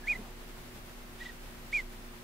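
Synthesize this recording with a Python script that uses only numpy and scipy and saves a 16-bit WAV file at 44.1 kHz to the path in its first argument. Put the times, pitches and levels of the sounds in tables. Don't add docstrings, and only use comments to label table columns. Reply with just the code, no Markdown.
import sys
import numpy as np
from scipy import signal
from scipy.fft import rfft, irfft
from scipy.io import wavfile
from scipy.ndimage import uniform_filter1d

SR = 44100
rng = np.random.default_rng(int(sys.argv[2]) if len(sys.argv) > 2 else 0)


def log_audio(samples):
    frames = np.atleast_2d(samples).T
    limited = np.clip(frames, -1, 1)
    pcm = np.round(limited * 32767).astype(np.int16)
    wavfile.write(sys.argv[1], SR, pcm)


def natural_amplitude(level_db):
    exponent = np.asarray(level_db, float) / 20
    return 10 ** exponent


N = 98431


def evened(x):
    return x / np.sqrt(np.mean(x ** 2) + 1e-20)


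def read_curve(points, hz):
    f, value = np.transpose(points)
    return np.interp(np.log(hz + 1), np.log(f + 1), value)


def drift(hz):
    spectrum = rfft(rng.standard_normal(N))
    lowpass = 1 + (np.fft.rfftfreq(N, 1 / SR) / hz) ** 4
    return evened(irfft(spectrum / lowpass, N))


def swell(start, length, roundness):
    place = np.clip((np.arange(N) / SR - start) / length, 0, 1)
    return place, np.abs(np.sin(np.pi * place)) ** roundness * (place < 1)


def stereo_hiss(gain, likeness):
    left, other = rfft(rng.standard_normal((2, N)), axis=1)
    likeness = np.clip(likeness, -1, 1)
    right = likeness * left + np.sqrt(1 - likeness ** 2) * other
    return irfft(np.array([left, right]) * gain, N, axis=1)


def ventilation():
    # f/Hz, level/dB per Hz
    air_colour = [(20, -4), (62, -8.5), (100, -13), (200, -13.5), (450, -18.5), (2000, -22.5), (7000, -33),
                  (16000, -34)]
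    # f/Hz, likeness (-1 to 1)
    channel_likeness = [(30, 0.9), (120, 0.7), (300, 0.47), (700, 0.33), (1500, -0.042), (4000, -0.043),
                        (8000, -0.085), (14000, -.02)]
    hz = np.fft.rfftfreq(N, 1 / SR)
    gain = natural_amplitude(read_curve(air_colour, hz)) * hz / (hz + 20)
    gain = gain / np.sqrt(np.mean(gain ** 2 * (hz > 400)))
    return stereo_hiss(gain, read_curve(channel_likeness, hz)) * natural_amplitude(-51.5 + 0.68 * drift(12))


def mains_hum():
    # f/Hz, level/dB, waver/dB, growth/dB per s
    hum_lines = [(120, -67.5, 3., 2.), (240, -58, 1., .1), (360, -61.5, 1., .1)]
    t, hum = np.arange(N) / SR, 0
    for f, db, waver_db, growth_db in hum_lines:
        level = natural_amplitude(db + waver_db * drift(1.95) + growth_db * t)
        phase = 2 * np.pi * (f * t + rng.random()) + 0.83 * drift(10)
        hum = hum + np.sqrt(2) * level * np.sin(phase)
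    return hum


def motor_throb():
    # t/s, level/dB
    throb_level = [(0.0, -47), (0.06, -45.5), (0.94, -54.5), (1.35, -50.5), (1.42, -51.5), (1.68, -50.5),
                   (1.79, -45.5), (2.23, -53.5)]
    throb_hz, width_hz, blur_db = 30, 8, -13
    t, hz = np.arange(N) / SR, np.fft.rfftfreq(N, 1 / SR)
    band = 1 / (1 + ((hz - throb_hz) / width_hz) ** 4)
    blur = evened(stereo_hiss(band, 1)[0])
    tone = np.sqrt(2) * np.sin(2 * np.pi * throb_hz * t + 1.1 * drift(0.4))
    s, db = np.transpose(throb_level)
    return (tone + natural_amplitude(blur_db) * blur) * natural_amplitude(np.interp(t, s, db))


def store_room():
    return ventilation() + (mains_hum() + motor_throb()) * natural_amplitude([[-.3], [.3]])


def whistle(hz, level, overtones_db):
    jitter, fray_db, shimmer_db = .005, 4, .7
    phase = 2 * np.pi * np.cumsum(hz * (1 + jitter * drift(92))) / SR
    tone = np.sin(phase)
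    for partial, db in enumerate(overtones_db, 2):
        tone = tone + natural_amplitude(db + fray_db * drift(300)) * np.sin(partial * phase)
    return np.sqrt(2) * tone * level * natural_amplitude(shimmer_db * drift(220))


def peep_calls():
    # t/s, f/Hz, level/dB
    peep_curves = [
        [(.066, 1790, -56), (.075, 2090, -35), (.085, 2350, -30.5), (.093, 2400, -30), (.101, 2475, -27.5),
         (.119, 2450, -28), (.124, 2330, -33), (.138, 2053, -37), (.147, 1930, -52)],
        [(1.723, 1720, -52), (1.731, 2180, -33), (1.744, 2460, -29), (1.765, 2400, -27), (1.779, 2230, -33.5),
         (1.79, 2170, -32), (1.797, 2075, -37.5), (1.804, 2030, -37), (1.821, 1830, -60)],
    ]
    t, out = np.arange(N) / SR, np.zeros(N)
    for curve in peep_curves:
        s, hz, db = np.transpose(curve)
        edges = np.clip(np.minimum(t - s[0], s[-1] - t) / 0.0013, 0, 1)
        level = uniform_filter1d(natural_amplitude(np.interp(t, s, db)) * edges, size=60)
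        pitch = uniform_filter1d(np.interp(t, s, hz), size=130)
        out += whistle(pitch, level, (-37, -40))
    return out


def pip_calls():
    # start t/s, length/s, top f/Hz, level/dB, final fall/share of pitch
    pip_notes = [
        (.005, .11, 1760, -57, .01),
        (.03, .026, 1700, -50, .01),
        (.145, .029, 2040, -40, .11),
        (1.197, .046, 1935, -43, .11),
        (1.249, .032, 1975, -42.5, .11),
        (1.282, .03, 1920, -46, .2),
    ]
    rise = .11
    out = np.zeros(N)
    for start, length, top_hz, db, fall in pip_notes:
        place, envelope = swell(start, length, 1.8)
        bend = np.where(place < .5, rise, fall) * (2 * place - 1) ** 2
        out += whistle(top_hz * (1 - bend), natural_amplitude(db) * envelope, (-24, -38))
    return out


def duckling():
    return peep_calls() + pip_calls()


def walls(voice):
    level_db, t60 = -24, .12
    t = np.arange(SR // 4) / SR
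    tail = rng.standard_normal((2, len(t))) * natural_amplitude(-60 * t / t60) * (t > .004)
    tail = tail / np.linalg.norm(tail[0])
    return natural_amplitude(level_db) * signal.fftconvolve(voice[None], tail, axes=1)[:, :N]


def cloth_rustle():
    # start t/s, length/s, centre f/Hz, level/dB
    rustles = [
        (.03, .33, 700, -56),
        (.55, .04, 750, -58.5),
    ]
    hz, out = np.fft.rfftfreq(N, 1 / SR), 0
    for start, length, centre_hz, db in rustles:
        detune = hz / centre_hz - centre_hz / (hz + 1)
        band = 1 / np.sqrt(1 + (2.24 * detune) ** 2)
        envelope = swell(start, length, 0.36)[1]
        out = out + natural_amplitude(db) * envelope * evened(stereo_hiss(band, 0.99)) * natural_amplitude(2 * drift(26))
    return out


def bill_air():
    # start t/s, length/s, level/dB, brightness/dB per octave, nasal ring/dB
    breath_puffs = [
        (0.058, 0.11, -52.5, -1, -1),
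        (1.183, 0.14, -52.5, -2.5, 6.5),
        (1.716, .11, -48, -1.7, 1),
    ]
    # f/Hz, level/dB
    bill_colour = [(600, -13), (1700, -6), (2500, -1), (3100, -1), (4400, -5.5), (8500, -9), (9300, -22)]
    nasal_hz, nasal_width_hz = 3650, 350
    peak, wide = .35, 0.2
    hz, out = np.fft.rfftfreq(N, 1 / SR), 0
    for start, length, db, tilt_db, nasal_db in breath_puffs:
        ring_db = nasal_db * np.exp(-((hz - nasal_hz) / nasal_width_hz) ** 2)
        tilt = tilt_db * np.log2(hz / 3000 + 0.011)
        colour = natural_amplitude(read_curve(bill_colour, hz) + tilt + ring_db)
        warped = swell(start, length, 1)[0] ** (np.log(.5) / np.log(peak))
        puff = np.abs(np.sin(np.pi * warped)) ** .6 * (warped < 1)
        air = evened(stereo_hiss(colour, 1 - wide))
        out = out + natural_amplitude(db) * puff * air * natural_amplitude(1.2 * drift(120))
    return out


def camera_buffets():
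    # start t/s, length/s, rate f/Hz, level/dB
    buffets = [
        (.183, .025, 212, -45),
        (.212, .02, 200, -50),
    ]
    t, out = np.arange(N) / SR, 0
    for start, length, rate_hz, db in buffets:
        phase = 2 * np.pi * rate_hz * (t - start)
        buzz = np.cos(phase) - 0.45 * np.cos(2 * phase)
        out = out + np.sqrt(2) * natural_amplitude(db) * swell(start, length, 0.42)[1] * buzz
    return out


def scene():
    pan_db = -2.5
    pan = natural_amplitude([[pan_db / 2], [-pan_db / 2]])
    room = store_room()
    voice = duckling()
    bird = (voice + bill_air()) * pan + walls(voice)
    return room + bird + cloth_rustle() + camera_buffets()


def band_limit(x):
    return signal.sosfilt(signal.butter(12, 16260, fs=SR, output="sos"), x)


def record(dry):
    treble_cut = signal.firwin(2047, 15730, window=("kaiser", 10), fs=SR)
    mix = signal.oaconvolve(dry, treble_cut[None], "same")
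    return band_limit(mix)


dry = scene()
out = record(dry)
log_audio(out)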